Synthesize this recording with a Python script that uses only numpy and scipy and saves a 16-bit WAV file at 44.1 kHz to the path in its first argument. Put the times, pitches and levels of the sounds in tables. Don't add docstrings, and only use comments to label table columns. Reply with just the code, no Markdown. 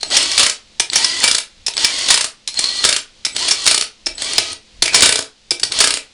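import sys
import numpy as np
from scipy import signal
from scipy.fft import rfft, irfft
from scipy.io import wavfile
from scipy.ndimage import uniform_filter1d

SR = 44100
rng = np.random.default_rng(int(sys.argv[2]) if len(sys.argv) > 2 else 0)


def generate_wav(signal):
    frames = np.transpose(np.atleast_2d(signal))
    scaled = np.clip(frames, -1, 1) * 32767
    pcm = np.round(scaled).astype(np.int16)
    wavfile.write(sys.argv[1], SR, pcm)


N = 270333
TIME = np.arange(N) / SR

# (start [s], soft start [s], release [s], free rotor speed [turns/s],
#                 gear noise while the thread bites [dB], gear noise once it runs freely [dB])
TRIGGER_PULLS = [ (.06, .038, 0.52, 383, -10, -17.5), (.895, .02, 1.385, 343, -14.5, -19.5),
                 (1.74, .018, 2.25, 366, -17, -18), (2.53, .012, 2.97, 395, -22, -25.5),
                 (3.315, 0.029, 3.828, 385, -19.5, -23), (4.15, .022, 4.525, 420, -23, -23.5),
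                 (4.9, .02, 5.22, 240, -10.5, -12), (5.615, .088, 5.98, 276, -19, -19), ]
# (frequency [Hz], level [dB], t60 [s])
STEEL_RINGING = [(1636, -24, .1), (2023, -23, .12), (2326, -23, .13), (2497, -23, .13), (3554, -21, .04),
                 (4192, -18, .05), (5145, -20, .04), (6713, -21, .05), (6916, -21, .05), (8193, -18, .04),
                 (8446, -19, .04), (9502, -23, .08)]
# (frequency [Hz], width [Hz], level [dB])
HOUSING_RESONANCES = [(268, 87, -7), (980, 180, -33), (1950, 45, 9.5), (3330, 660, -1), (4350, 240, -2.5),
                      (4820, 174, -7), (6750, 120, 0), (8300, 34, 11.5)]
# (multiple of the rotor speed), and in the same order (level [dB])
WHINE_ORDERS = [1, 3, 6, 9, 12, 15, 21]
WHINE_LEVELS = [-30, -19, -16, -15, -20, -14.5, -21.5]
# (frequency [Hz], density [dB])
BLOW_SPECTRUM = [(24, -62), (40, -28), (104, -20.5), (174, -18), (277, -12), (358, -17.5), (411, -8),
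                 (790, -11.5), (1260, -5), (2650, -2.5), (4540, 1.5), (6000, -2.5), (8320, -1.5),
                 (10500, -3.5), (13600, -75), (22000, -120)]
# (frequency [Hz], density [dB])
CLINK_SPECTRUM = [(59, -77), (100, -24.5), (457, -12.5), (1440, -13), (2250, -4), (2580, -3.5), (4820, 2.5),
                  (5310, 2), (6580, -1), (8640, -2), (10500, -2.5), (13600, -64.5), (22000, -120)]
# (frequency [Hz], density [dB])
GEAR_SPECTRUM = [(35, -56), (60, -14), (155, -21.5), (284, -13.5), (785, -10.5), (1020, -12), (1470, -11.5),
                 (1990, -11.5), (2520, -9), (3000, -3), (3720, -5.5), (4240, 0.5), (8460, -10.5),
                 (10500, -13), (13600, -68), (22000, -120)]
# (frequency [Hz], density [dB])
SHOP_SPECTRUM = [(20, -5), (60, -14), (130, -19), (300, -21), (600, -23), (1450, -27.5), (2500, -20),
                 (4300, -17.5), (7000, -26.5), (10500, -34)]
# (frequency [Hz], t60 [s])
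ROOM_DECAY = [(150, 0.24), (1000, 0.25), (4000, 0.21), (10000, 0.17)]
# (start [s], end [s], frequency [Hz], level [dB])
SOCKET_SQUEALS = [(.008, .06, 4200, -29), (0.98, 1.135, 4840, -24), (0.997, 1.221, 1986, -29),
                  (1.879, 2.071, 2052, -30), (2.486, 2.546, 4196, -27), (2.557, 2.815, 4230, -24),
                  (4.256, 4.474, 2330, -34), (4.83, 5.05, 2320, -29), (4.83, 5.05, 1636, -34),
                  (4.837, 5.05, 2472, -23)]
# (frequency [Hz], width [Hz], level [dB])
BENCH_RESONANCES = [(95.94, 42, 3), (270, 30, -1), (347, 42, -1), (423, 16, -3), (648, 20, -4.5),
                    (1487, 29, -9)]
# (time [s], level of the boom [dB])
BENCH_PRESSURE = [(0, -10), (1.3, -2), (2.1, -9), (2.85, -3.5), (3.7, 0), (4.4, 7.5), (5.05, 9.5),
                  (5.85, 1.5)]
# (frequency [Hz], level [dB])
SHOP_HUM = [(215, -62.5), (324, -72), (512, -67.5)]
# (first full blow [s], time between blows [s], first blow [dB], loss per blow [dB],
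#                             graze ahead of it [s], graze [dB], gear clatter [dB])
HAMMER_RUNS = [ (.394, 0.033, 1, 1.77, 0.016, 3, -5.5), (1.239, 0.035, 3.5, 1.8, .007, -8, -11),
               (2.1037, 0.034, 5.5, 2.5, .018, -4, -6.5), (2.849, 0.037, 2.5, 1.9, 0.0085, -3.5, -12),
               (3.674, .0333, 4, 1.8, .0094, 0, -10), (5.0218, 0.033, 11.5, 3, .015, 4.5, -9),
               (5.8035, 0.033, 4, 2, 0.015, -5.5, -10.5), ]
# (time [s], tick [dB], ring [Hz], ring [dB re the contact], drop after [s], drop [dB])
SOCKET_LANDINGS = [ (.009, -32.5, 4220, 5.5, .0212, -17), (0.7973, -6, 6000, -4, .002, -9),
                   (1.6642, -14, 5350, 4, 0.017, -14.5), (2.4753, -14.5, 4060, -1, 0.011, -25),
                   (3.2495, -10.5, 5300, -0.5, 0.015, -18.5), (4.06, -20, 5230, 6.5, .007, -15),
                   (4.822, -1, 4358, -1.5, 0.0019, -6.5), (5.5074, -9.5, 5020, 6, .0085, -14.5), ]
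# (time [s], level [dB], rattle decay [s], ring [Hz], ring [dB re the contact])
SOCKET_JOLTS = [ (0.167, 3, 0.0065, 5770, -1), (0.2275, -2, .0017, 8130, -1),
                (0.3159, -8, 0.0049, 7670, -9), (.8999, -14, 0.0016, 4470, 8),
                (0.932, -8.5, .004, 3470, -20), (0.957, -3.5, 0.014, 5650, 0),
                (1.0445, -0.5, .0046, 5210, 4.5), (1.737, -26.5, .004, 3600, 4),
                (1.768, -7.5, 0.0011, 4437, 1), (1.7781, -12, 0.0027, 5280, 2),
                (1.8457, 1, 0.0057, 5230, -0.5), (2.542, -19.5, .0017, 4160, 1.5),
                (2.5898, -5.5, 0.0046, 4060, -20), (2.641, -9, 0.0027, 4305, 6.5),
                (3.364, -7, .002, 3330, -1.5), (3.482, -11.5, 0.014, 4300, -5),
                (3.5094, -6.5, .014, 5432, 2.5), (4.1814, -24, 0.0019, 3910, 7.5),
                (4.2198, -12, .004, 9606, -6.5), (4.381, 2.5, 0.006, 5002, -1), (4.334, -14, .002, 9100, 1),
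                (4.5307, -19, .001, 8765, 10), (4.857, -9.5, .008, 2440, -2.5),
                (4.878, -12, 0.0094, 2320, 4), (4.934, -12, .003, 5060, -5), (4.9442, 5, 0.016, 5230, -3.5),
                (5.597, -17.5, 0.0039, 7960, -8), (5.632, -4.5, .006, 4500, -0.5),
                (5.72, -10, 0.0039, 4209, 1), ]
# (time [s], length [s], level [dB])
GRIP_SHIFTS = [(1.6, 0.065, -49), (2.659, 0.047, -59), (4.1, .08, -50), (4.304, .08, -55),
               (4.8, 0.069, -45)]
# (time [s], level [dB])
EXTRA_CONTACTS = [(.387, -1), (2.249, -8), (3.6568, -9.5), (3.823, -7), (3.839, -19), (5.031, 9.5),
                  (5.181, -8), (5.224, -13), (5.822, -5)]

SHOP_DB, SWITCHING_HZ, CUTOFF_HZ = -49.5, 7890, 10650
CREEP_TURNS_PER_S, SPIN_UP_S, COAST_S, LOADED_TURNS_PER_S = 20, .043, .028, 195
BITE_S, FREE_S = 0.11, 0.18
LOAD_RISE_S, CLATTER_PEAK_S, CLATTER_FADE_DB_PER_S, LOADED_GEAR_DB = .035, .012, 205, -36.5
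FIRST_GAP_EXTRA_S, BLOW_DECAY_S, BLOW_DECAY_RATIO = .0032, 0.0083, 0.81
EXTRA_CONTACT_DECAY_S = 0.0025
TICK_DECAY_S, TICK_THUD_DB, DROP_DECAY_S, DROP_THUD_DB = 0.0087, -9, 0.0044, 9
JOLT_THUD_DB = -1.5
TICKS_PER_S, TICKS_DB = 14, -14


def from_db(db):
    return np.exp(np.asarray(db) * (np.log(10) / 20))


def rms_one(x):
    return x / np.sqrt(np.mean(x ** 2) + 1e-20)


def at_hz(points, hz):
    f, value = np.transpose(points)
    return np.interp(np.log(np.maximum(hz, 1)), np.log(f), value)


def band(x, edges_hz, kind):
    sections = signal.butter(2, edges_hz, kind, fs=SR, output="sos")
    return signal.sosfilt(sections, x + 1e-18)


def drift(per_s, size=N):
    knots = rng.standard_normal(int(size / SR * per_s) + 2)
    return rms_one(np.interp(TIME[:size] * per_s, np.arange(len(knots)), knots))


def coloured(x, spectrum, size=4096):
    hz = np.arange(size // 2 + 1) * SR / size
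    gain = from_db(at_hz(spectrum, hz)) / np.hypot(1, (hz / CUTOFF_HZ) ** 10)
    cepstrum = irfft(np.log(gain))
    cepstrum[1:size // 2] *= 2
    cepstrum[size // 2 + 1:] = 0
    response = irfft(np.exp(rfft(cepstrum)))
    return signal.fftconvolve(x, response / np.linalg.norm(response))[:N]


def resonance(x, hz, width_hz):
    r = np.exp(-np.pi * width_hz / SR)
    zeros = np.array([1, 0, -1]) * (1 - r * r) / 2
    poles = [1, -2 * r * np.cos(2 * np.pi * hz / SR), r * r]
    return signal.lfilter(zeros, poles, x + 1e-18)


def rattle(t, decay, grain_db, rise=0.00017):
    envelope = np.exp(-(t / decay) ** 0.97) * (1 - np.exp(-t / rise))
    grain = from_db(abs(grain_db) * drift(1219, size=len(t)))
    burst = envelope * rng.standard_normal(len(t)) * grain
    return burst * np.linalg.norm(envelope) / np.linalg.norm(burst)


def add(track, s, sound):
    start = int(max(s, 0) * SR)
    track[start:start + len(sound)] += sound[:N - start]


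def background(tool, rumble_hz=55, rumble_db=-67, shake_db=-39, swell_db=3):
    shake = np.sqrt(np.abs(uniform_filter1d(tool ** 2, size=2500)))
    grips = sum(from_db(db) * np.exp(-((TIME - s) / length) ** 2) for s, length, db in GRIP_SHIFTS)
    swell = from_db(rumble_db + swell_db * drift(9.6)) + from_db(shake_db) * shake + grips
    rumble = rms_one(band(rng.standard_normal(N), [15, rumble_hz], "band")) * swell
    hum = sum(from_db(db) * np.sin(2 * np.pi * hz * TIME + 0.18 * drift(6.4)) for hz, db in SHOP_HUM)
    hiss = from_db(SHOP_DB) * coloured(rng.standard_normal(N), SHOP_SPECTRUM)
    return hiss + hum + rumble


def squeals(width_hz=65, squeal_db=-3, catch_db=5):
    out = np.zeros(N)
    for start, end, hz, db in SOCKET_SQUEALS:
        rubbing = uniform_filter1d(1. * ((TIME > start) & (TIME < end)), size=400)
        song = resonance(rng.standard_normal(N), hz, width_hz) * from_db(catch_db * drift(120))
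        out += from_db(db) * rubbing * rms_one(song)
    return from_db(squeal_db) * out


def knocks():
    rows = [(s, db, decay, JOLT_THUD_DB, hz, ring_db) for s, db, decay, hz, ring_db in SOCKET_JOLTS]
    for s, db, hz, ring_db, after, drop_db in SOCKET_LANDINGS:
        rows.append((s, db, TICK_DECAY_S, TICK_THUD_DB, hz, ring_db))
        rows.append((s + after, drop_db, DROP_DECAY_S, DROP_THUD_DB, hz, ring_db))
    return rows


def socket(clink_db=-1, thud_hz=1500, thud_db=4):
    force, t = np.zeros(N), TIME[:SR // 8]
    for s, db, decay, low_db, _, _ in knocks():
        knock = from_db(db) * rattle(t, decay, grain_db=3.0)
        bright = band(knock, thud_hz, "high")
        thud = from_db(low_db + thud_db) * band(knock, thud_hz, "low")
        add(force, s, bright - thud)
    return from_db(clink_db) * coloured(force, CLINK_SPECTRUM)


def pings(ping_db=1, roughness=1.0, rise=0.0002):
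    out, t = np.zeros(N), TIME[:SR // 8]
    for s, db, decay, _, hz, ring_db in knocks():
        tone = np.sin(2 * np.pi * hz * t + roughness * drift(900, size=len(t)))
        envelope = np.exp(-t / decay) * (1 - np.exp(-t / rise))
        add(out, s, from_db(db + ring_db) * tone * envelope)
    return from_db(ping_db) * out


def steel(x):
    out = x.copy()
    for k, (hz, db, t60) in enumerate(STEEL_RINGING):
        width = np.log(1000) / (np.pi * t60)
        struck = x * from_db(db + 3 * drift(30))
        makeup = np.sqrt(CUTOFF_HZ / (np.pi * width))
        out += makeup * resonance(struck, hz, width) * (-1) ** k
    return out


def bench(x):
    boom = sum(from_db(db) * resonance(x, hz, width) for hz, width, db in BENCH_RESONANCES)
    return boom * from_db(np.interp(TIME, *np.transpose(BENCH_PRESSURE)))


def room(x, wet_db=-10, first_echo=0.011, build_up=0.003):
    t, tail = TIME[:SR], 0
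    edges = np.geomspace(50, 12800, num=9)
    for low, high in zip(edges, edges[1:]):
        t60 = at_hz(ROOM_DECAY, np.sqrt(low * high))
        tail = tail + band(rng.standard_normal(SR), [low, high], "band") * from_db(-60 * t / t60)
    tail = tail * np.clip((t - first_echo) / build_up, 0, 1)
    return from_db(wet_db) * signal.fftconvolve(x, tail / np.linalg.norm(tail))[:N]


def drive():
    speed, level, load, trigger = np.zeros((4, N))
    for start, soft, release, free, bite_db, run_db in TRIGGER_PULLS:
        on = (TIME > start) & (TIME < release + 4 * COAST_S)
        age = np.maximum(TIME - start - soft, 0)
        coast = np.exp(-np.maximum(TIME - release, 0) / COAST_S)
        turns = free + (CREEP_TURNS_PER_S - free) * np.exp(-age / SPIN_UP_S)
        gears = turns / free * from_db(np.interp(age, [BITE_S, FREE_S], [bite_db, run_db]))
        for first, *_, clatter_db in HAMMER_RUNS:
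            if start < first < release:
                since = TIME - first - CLATTER_PEAK_S
                seated = np.clip(1 + since / (LOAD_RISE_S + CLATTER_PEAK_S), 0, 1)
                fading_db = clatter_db - CLATTER_FADE_DB_PER_S * np.maximum(since, 0)
                clatter = from_db(fading_db) + from_db(LOADED_GEAR_DB)
                turns = turns + seated * (LOADED_TURNS_PER_S - turns)
                gears = gears + seated ** 2 * (clatter - gears)
                load += on * seated
        speed += on * coast * turns
        level += on * coast ** 2 * gears
        trigger += on * np.exp(-np.maximum(TIME - start, 0) / .1)
    level, trigger = uniform_filter1d([level, trigger], size=200)
    return speed, level, np.clip(load, 0, 1), trigger


def whistle(angle, trigger, running, start_db=-39, run_db=-24, lower_db=-7, waver_db=2):
    switching = 2 * np.pi * SWITCHING_HZ * TIME
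    upper = np.sin(switching + 2 * angle)
    lower = from_db(lower_db) * np.sin(switching - 2 * angle)
    loudness = from_db(start_db) * trigger + from_db(run_db) * running
    return (np.sin(switching) + upper + lower) * loudness * from_db(waver_db * drift(37))


def tooth_flaws(angle, count=30, size=1024):
    phases, turn = rng.uniform(0, 2 * np.pi, count), np.linspace(0, 2 * np.pi, size)
    flaws = rms_one(sum(np.sin((k + 1) * turn + phase) for k, phase in enumerate(phases) if k > 1))
    return np.interp(angle % (2 * np.pi), turn, flaws)


def motor(speed, level, strain, trigger, flutter=.004, mesh_depth=0.4, wobble_db=1.05, flaws_db=-9,
          whine_db=-2, waver_db=4.0, gear_db=-1, strain_db=-3):
    unevenness = flutter * (1 + 10 * strain) * drift(150)
    angle = 2 * np.pi * np.cumsum(speed * (1 + unevenness)) / SR
    mesh = np.cos(3 * angle) + np.cos(angle) / 2
    spindle = np.sin(angle / 9)
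    wobble = from_db(wobble_db * (spindle + drift(300)))
    teeth = rms_one(rng.standard_normal(N) * np.exp(mesh_depth * mesh) * wobble)
    flaws = from_db(flaws_db) * tooth_flaws(angle) * (speed > 0)
    rasp = coloured(teeth + flaws, GEAR_SPECTRUM)
    rasp = rasp + sum(from_db(db) * resonance(rasp, hz, width) for hz, width, db in HOUSING_RESONANCES)
    rasp = rasp / np.std(rasp[speed > 0])
    whine = 0
    for order, db in zip(WHINE_ORDERS, WHINE_LEVELS):
        whine = whine + from_db(db + waver_db * drift(60)) * np.sin(order * angle + .5 * drift(200))
    gears = level * from_db(strain_db * strain) * (from_db(gear_db) * rasp + from_db(whine_db) * whine)
    return gears + whistle(angle, trigger, level * (1 - strain))


def play(speed, decay=.0018, spread_db=3, low_hz=7000):
    force, t = np.zeros(N), TIME[:SR // 50]
    tries = 200
    likelihood = TICKS_PER_S * N / SR / tries
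    for place, chance, strength in zip(rng.random(tries), rng.random(tries), rng.standard_normal(tries)):
        tick = rattle(t, decay, grain_db=3.0)
        if speed[int(place * N)] > LOADED_TURNS_PER_S and chance < likelihood:
            add(force, place * N / SR, from_db(TICKS_DB + spread_db * strength) * tick)
    return coloured(band(force, low_hz, "high"), CLINK_SPECTRUM)


def blows(bounce_db=-16, spread_db=0.9, graze_decay=0.0034, bounce_decay=0.0022):
    rows = [(s, db, EXTRA_CONTACT_DECAY_S, 0) for s, db in EXTRA_CONTACTS]
    for first, period, first_db, loss_db, lead, graze_db, _ in HAMMER_RUNS:
        release = min(pull[2] for pull in TRIGGER_PULLS if pull[2] > first)
        rows.append((first - lead, graze_db, graze_decay, 0))
        for k, (strength, bounce, lag) in enumerate(rng.standard_normal((8, 3))):
            since = k * period + FIRST_GAP_EXTRA_S * (k > 0)
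            if first + since < release:
                db = first_db - k * loss_db + spread_db * strength
                rows.append((first + since, db, BLOW_DECAY_S * BLOW_DECAY_RATIO ** k, since))
                bounce_s = first + since + period * (.4 + .12 * lag)
                rows.append((bounce_s, db + bounce_db + 2 * bounce, bounce_decay, since))
    return rows


def hammer(blow_db=-.5, grain_db=3.0, rebound_db=-13, rebound_decay=0.0052, hard_hz=7000,
           hard_after=0.13, hard_gain=0.9, tint_db=2, tint_width_hz=700):
    force, t = np.zeros(N), TIME[:SR // 10]
    for s, db, decay, since in blows():
        blow = rattle(t, decay, grain_db) + from_db(rebound_db) * rattle(t, rebound_decay, grain_db=8)
        tint_hz = rng.uniform(1200, 5550)
        tint = from_db(tint_db) * resonance(rattle(t, decay, grain_db), tint_hz, tint_width_hz)
        hardness = hard_gain * min(since / hard_after, 1)
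        crack = hardness * band(rattle(t, decay, grain_db), hard_hz, "high")
        add(force, s, from_db(db) * (blow + tint + crack))
    return from_db(blow_db) * coloured(force, BLOW_SPECTRUM)


def scene():
    speed, level, load, trigger = drive()
    contacts = hammer() + socket() + play(speed)
    tool = motor(speed, level, load, trigger) + steel(contacts) + squeals()
    tool = tool + bench(tool)
    ping = pings()
    echoes = room(tool + .3 * ping)
    return (tool + ping + echoes + background(tool))[None]


def gain_control(x, threshold_db=-15, share=0.37, release_db_per_s=14):
    power = uniform_filter1d(x[0] ** 2, size=400)
    level_db = 10 * np.log10(np.maximum(power, 1e-12))
    over_db = np.maximum(level_db - threshold_db, 0) * share
    recovery_db = release_db_per_s * TIME
    held_db = np.maximum.accumulate(over_db + recovery_db) - recovery_db
    return x * from_db(-band(held_db, 32, "low"))


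def record(dry, input_db=2, ceiling=0.84):
    x = gain_control(from_db(input_db) * dry)
    clipped = x / (1 + (x / ceiling) ** 4) ** (1 / 4)
    top_cut = signal.ellip(10, .1, 70, CUTOFF_HZ, fs=SR, output="sos")
    return signal.sosfilt(top_cut, clipped)


dry = scene()
out = record(dry)
generate_wav(out)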